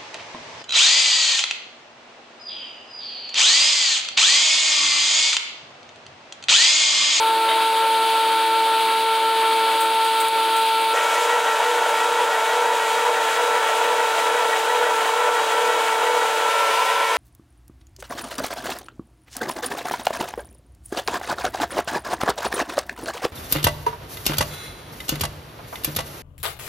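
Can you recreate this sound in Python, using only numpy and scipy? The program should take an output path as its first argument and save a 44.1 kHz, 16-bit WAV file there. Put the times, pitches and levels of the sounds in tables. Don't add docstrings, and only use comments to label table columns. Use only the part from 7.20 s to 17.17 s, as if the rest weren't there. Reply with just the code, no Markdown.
import sys
import numpy as np
from scipy.fft import rfft, irfft, next_fast_len
from scipy.io import wavfile
from scipy.ndimage import uniform_filter1d, map_coordinates

SR = 44100
rng = np.random.default_rng(int(sys.argv[2]) if len(sys.argv) > 2 else 0)


def unload_audio(sound):
    columns = np.transpose(np.atleast_2d(sound))
    steps = np.round(np.clip(columns, -1, 1) * 32767)
    wavfile.write(sys.argv[1], SR, steps.astype(np.int16))


N = 439677
T = np.arange(N) / SR
MOVES_S = [3.735, 9.292]
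MESH_HZ = [112.0, 111.92, 112.15]


# mesh multiple, level/dB at die, hopper, nozzle, gain/dB when full, under strain
MAIN_PARTIALS = [(4, -31.5, -33.5, -34.5, 3, -0.5), (8, -20.5, -25, -30, -2, -1.5),
                 (12, -31.5, -31, -28.5, 1, 4)]
# mesh multiple, relative level/dB at die, hopper, nozzle
WEAK_PARTIALS = [(1, -68.5, -92, -88), (2, -58.5, -61, -64.5), (3, -45.5, -48, -64), (5, -45, -51, -36.5),
                 (6, -45, -63, -55), (7, -46, -63, -42), (9, -50, -44, -34), (10, -66, -46, -46),
                 (11, -57, -67, -53), (13, -48, -51, -48), (16, -44.5, -43, -37), (20, -43, -40, -36.5),
                 (23, -54, -85, -51), (24, -43, -47, -54), (27, -43.5, -56, -53), (28, -46, -85, -60)]

def gearbox():
    mesh = phase_of(mesh_rate())
    fourth_db, eighth_db, twelfth_db = [by_place(levels) + full_db * fill() + strain_db * strain()
                                        for _, *levels, full_db, strain_db in MAIN_PARTIALS]
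    fourth, eighth, twelfth = [row[0] * mesh + 2 * np.pi * rng.random() for row in MAIN_PARTIALS]
    swell_db = 2.5 * np.exp(-((T - 2.13) / .64) ** 2)
    out = amp(fourth_db + swell_db + .5 * wobble(2.92) + .64 * wobble(17)) * np.sin(fourth)
    fade_db = -.3 * (T - MOVES_S[0] / 2) * by_place([1, 0, 0])
    out += amp(eighth_db + fade_db + .35 * wobble(3.15) + .46 * wobble(14)) * np.sin(eighth)
    neighbour = by_place([.6, .1, .05]) * np.sin(twelfth + cycle(hz=5.44, peak_s=.068))
    out += amp(twelfth_db + by_place([.7, 1.8, .8]) * wobble(12)) * (np.sin(twelfth) + neighbour)
    for multiple, *levels in WEAK_PARTIALS:
        level = amp(by_place(levels) - 1 + 2.14 * wobble(9))
        out += level * np.sin(multiple * mesh + .5 * wobble(7) + 2 * np.pi * rng.random())
    return np.sqrt(2) * out


# multiple of the rotor tone, level/dB at hopper, nozzle, gain/dB with a full screw
ROTOR_PARTIALS = [(1, -30, -42, 0.5), (2, -31, -31.5, 0), (3, -37, -52, -2.5), (4, -30.5, -35.5, -4.5)]

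def rotor():
    full, lap = fill(), belt()
    feed = np.cos(cycle(hz=2.283, peak_s=7.17))
    rotor_hz = 477.5 + 4 * full
    waver = .0057 * np.cos(lap - 1.3) + (.0027 + .0038 * full) * feed + .00195 * wobble(22)
    angle = phase_of(rotor_hz * (1 + waver))
    arch = np.sqrt(np.abs(1 + feed) / 2)
    flap_db = 2 * np.cos(lap - 1.7) + 2 * np.cos(2 * lap - 2.4)
    swells_db = [14 * (arch - .8),
                 (2.5 + 7.5 * full) * (arch - .7) + flap_db,
                 2.9 * np.cos(lap + 1),
                 9 * (np.cos(lap + .31) - 1)]
    out = np.zeros(N)
    for (multiple, hopper_db, nozzle_db, full_db), swell_db in zip(ROTOR_PARTIALS, swells_db):
        rough_db = 2.04 * np.sqrt(multiple) * wobble(50)
        level = by_place([0, amp(hopper_db), amp(nozzle_db)]) * amp(full_db * full + swell_db + rough_db)
        out -= level * np.cos(multiple * (angle + .13 * wobble(55)))
    return np.sqrt(2) * out


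# f/Hz, relative level/dB
DIE_NOISE = [(30, -95), (170, -85), (290, -70.5), (560, -64), (900, -62), (1400, -61.5), (2000, -66.5),
             (3400, -62.5), (4450, -67), (5600, -84.5), (7300, -81.5), (8200, -76), (10400, -74.5),
             (12400, -84), (15800, -82)]
HOPPER_NOISE = [(30, -93), (170, -93), (300, -73.5), (430, -63.5), (590, -55.5), (980, -54.5), (1150, -59),
                (1500, -57), (2100, -62.5), (3200, -62.5), (4300, -71), (5400, -74), (7000, -71.5),
                (9500, -75.5), (11500, -81), (15800, -85)]
NOZZLE_NOISE = [(30, -90), (160, -91), (300, -73), (450, -57), (600, -56), (820, -57.5), (950, -51.5),
                (1050, -49.5), (1170, -62.5), (1500, -56), (1900, -63.5), (2400, -60.5), (3500, -65.5),
                (4400, -72), (9500, -76.5), (15800, -87.5)]
# f/Hz, side minus mid/dB
DIE_WIDTH = [(60, -10), (120, -10), (240, -13), (480, -25), (950, -21), (1900, -14.5), (3000, -18),
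             (4400, -7), (6500, -12), (15000, -10)]
HOPPER_WIDTH = [(60, -11), (120, -10), (240, -8), (480, -37.5), (950, -48.5), (1900, -18), (3800, -13.5),
                (7500, -13.5), (11000, -15.5), (15000, -34)]
NOZZLE_WIDTH = [(60, -12), (240, -12), (480, -32), (950, -30), (1900, -17), (3800, -15), (10000, -12),
                (15000, -25)]

def churn():
    places = (DIE_NOISE, DIE_WIDTH), (HOPPER_NOISE, HOPPER_WIDTH), (NOZZLE_NOISE, NOZZLE_WIDTH)
    noise = sum(by_place(here) * casing(rush(*place)) for here, place in zip(np.eye(3), places))
    body = filtered(noise, lambda hz: 1 / (1 + (hz / 2200) ** 6))
    hiss = unit(noise - body)
    teeth = np.cos(phase_of(mesh_rate()))
    shaft = np.cos(cycle(hz=26.6, peak_s=0))
    near_feed = by_place([0, 1, 1])
    body_db = -1 + 1.34 * wobble(25) + .27 * teeth + near_feed * (.5 * np.cos(belt()) + 1.5 * shaft)
    hiss_db = by_place([-28, -30.5, -29]) + 1.5 * strain()
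    hiss_db += .59 * wobble(40) + .33 * wobble(6) + .1 * teeth + .24 * shaft
    hiss_db -= .56 * near_feed * np.cos(cycle(hz=2.34, peak_s=7.22))
    return body * amp(body_db) + hiss * amp(hiss_db)


def casing(x, ripple_db=2.4, spacing_hz=18):
    knots = rng.standard_normal(4096)
    ripple = lambda hz: map_coordinates(knots, [hz / spacing_hz], order=1, mode="wrap")
    return filtered(x, lambda hz: amp(ripple_db * ripple(hz) / (1 + (hz / 6000) ** 2)))


# t/s, relative level/dB
KNOCKS = [(.286, -19), (.313, -19.5)]
# f/Hz, relative level/dB, t60/s
IRON_MODES = [(656.6, -6, 0.45), (1140, -8, .12), (1720, -4, .12), (2050, -5, .15), (2568, -9, .12),
              (3120, -1, 0.14), (3630, 0, 0.079), (3770, -3, 0.17)]
# f/Hz, relative level/dB
PLASTIC_SPECTRUM = [(400, -22), (650, 7), (900, 3), (1500, 10), (3300, 6), (4500, -23), (10000, -30)]

def clacks():
    iron = np.zeros(N)
    age = T[:SR // 2]
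    for s, db in KNOCKS:
        ring = np.zeros(len(age))
        for hz, mode_db, t60 in IRON_MODES:
            level = amp(mode_db + rng.normal(0, 2) - 60 * age / t60)
            ring += level * np.sin(2 * np.pi * (hz * age + rng.random()))
        iron[round(s * SR):][:len(age)] += amp(db - 5) * ring * (1 - np.exp(-age / .001))
    crack = bursts(KNOCKS, PLASTIC_SPECTRUM, rise_s=.001, t60=.04, tail_db=-21, tail_t60=.2)
    return iron + amp(-1) * crack


# t/s, level/dB
STEAM_SPITS = [(2.205, -42), (2.603, -24), (2.842, -32), (3.001, -25), (3.363, -28), (3.612, -34)]
# f/Hz, relative level/dB
STEAM_SPECTRUM = [(4000, -40), (6500, -14), (7500, -7), (8700, 5), (9300, -7), (12300, -14), (13200, -2),
                  (14000, -9), (14900, -4), (16000, -12)]

def steam():
    return bursts(STEAM_SPITS, STEAM_SPECTRUM, rise_s=.0033, t60=.063, tail_db=-7.5, tail_t60=.41)


SNAP_S = 3.084
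# f/Hz, relative level/dB
SNAP_SPECTRUM = [(5000, -30), (8000, -4), (10300, 4), (12000, -8), (15500, -11)]

def snap():
    envelope = np.exp(-((T - SNAP_S - .001) / .0011) ** 2)
    return amp(-19.5) * envelope * unit(rush(SNAP_SPECTRUM, BURST_WIDTH))


# t/s, level/dB
SCREW_BITES = [(3.765, -22), (3.805, -26), (8.68, -26.5), (8.83, -22), (9.395, -24), (9.454, -30),
               (9.75, -25)]

def crunches():
    crackle = amp(3.5 * wobble(120))
    return crackle * bursts(SCREW_BITES, PLASTIC_SPECTRUM, rise_s=.0074, t60=.15,
                            tail_db=-14, tail_t60=.19)


# f/Hz, bandwidth/Hz, level/dB at the hopper
SHEET_MODES = [(590.5, 39, -37.5), (670.6, 25, -39.5), (780, 28, -43)]

def chute(knocks_per_s=90):
    knocks = (rng.random(N) < knocks_per_s / SR) * rng.standard_normal(N)
    out = np.zeros(N)
    for hz, width, db in SHEET_MODES:
        resonance = lambda f: (1j * f * width / (hz * hz - f * f + 1j * f * width)) ** 2
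        out += amp(db) * unit(filtered(knocks, resonance))
    return by_place([0, 1, .8]) * out


# f/Hz at the opening speed, level/dB at die, hopper, nozzle
MOTOR_TONES = [(549, -49, -50, -56), (1464, -43, -52, -43), (2304, -41, -52, -43), (3290, -52, -46, -55),
               (3402, -48, -51, -47), (3725, -47, -62, -52), (3838, -43, -44, -53), (4497, -54, -68, -66),
               (4834, -67, -56, -58)]

def motor():
    mesh_hz = mesh_rate()
    out = np.zeros(N)
    for hz, *levels in MOTOR_TONES:
        level = amp(by_place(levels) + 1.8 * wobble(9))
        out += level * np.sin(phase_of(hz * mesh_hz / mesh_hz[0]) + .5 * wobble(13))
    return np.sqrt(2) * out


# t/s, length/s
JAMS = [(3.74, 0.31), (9.276, 0.073)]

def strain(rise_s=.037, release_s=.38):
    return sum(np.clip(1 + (T - s) / rise_s, 0, 1) * np.exp(-np.maximum(T - s - length, 0) / release_s)
               for s, length in JAMS)


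def fill(start_s=4.3, length_s=3.3):
    return np.clip((T - start_s) / length_s, 0, 1) * by_place([0, 1, 0])


def mesh_rate(sag_hz=.3):
    return by_place(MESH_HZ) - sag_hz * fill()


def belt():
    return cycle(hz=5.925, peak_s=6.5)


# f/Hz, side minus mid/dB
BURST_WIDTH = [(60, -11), (150, -14), (400, -26), (1000, -25), (2400, -16), (5000, -10), (14000, -13)]

def bursts(events, spectrum, rise_s, t60, tail_db, tail_t60):
    level = np.zeros(N)
    for s, db in events:
        age = np.maximum(T - s, 0)
        decay = amp(-60 * age / t60) + amp(tail_db - 60 * age / tail_t60)
        level += amp(db) * (1 - np.exp(-age / rise_s)) * decay
    return level * unit(rush(spectrum, BURST_WIDTH))


def rush(spectrum, width):
    white = rng.standard_normal((2, N)) * np.sqrt(SR / 2)
    mid, side = filtered(white, lambda hz: gain_at(spectrum, hz) * [np.ones_like(hz), gain_at(width, hz)])
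    return np.array([mid + side, mid - side])


def by_place(values):
    return uniform_filter1d(np.asarray(values, float)[np.searchsorted(MOVES_S, T)], size=128)


def amp(db):
    return 10 ** (np.asarray(db) / 20)


def unit(x):
    return x / np.sqrt(np.mean(x ** 2) + 1e-20)


def gain_at(points, hz):
    f, db = np.transpose(points)
    return amp(np.interp(np.log(hz + 1), np.log(f + 1), db))


def wobble(rate):
    coarse = T[::32]
    curve = map_coordinates(rng.standard_normal(4096), [coarse * rate], mode="wrap")
    return np.interp(T, coarse, curve)


def filtered(x, response):
    size = next_fast_len(N + SR // 4)
    return irfft(rfft(x, size) * response(np.fft.rfftfreq(size, 1 / SR)), size)[..., :N]


def phase_of(hz):
    return 2 * np.pi * (np.cumsum(hz) / SR + rng.random())


def cycle(hz, peak_s):
    return 2 * np.pi * hz * (T - peak_s)


# f/Hz, level/dB added left and taken off right
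LEAN = [(1200, 0), (2500, .55), (5000, .6), (11000, .25)]

def scene():
    mix = gearbox() + motor() + rotor() + chute() + churn() + crunches() + steam() + snap() + clacks()
    dip_db = -2.8 * np.exp(-((T - SNAP_S - .018) / .02) ** 2)
    return filtered(mix * amp(dip_db), lambda hz: gain_at(LEAN, hz) ** np.array([[1], [-1]]))


def record(dry, top_hz=15880):
    return filtered(dry, lambda hz: hz < top_hz)


dry = scene()
out = record(dry)
unload_audio(out)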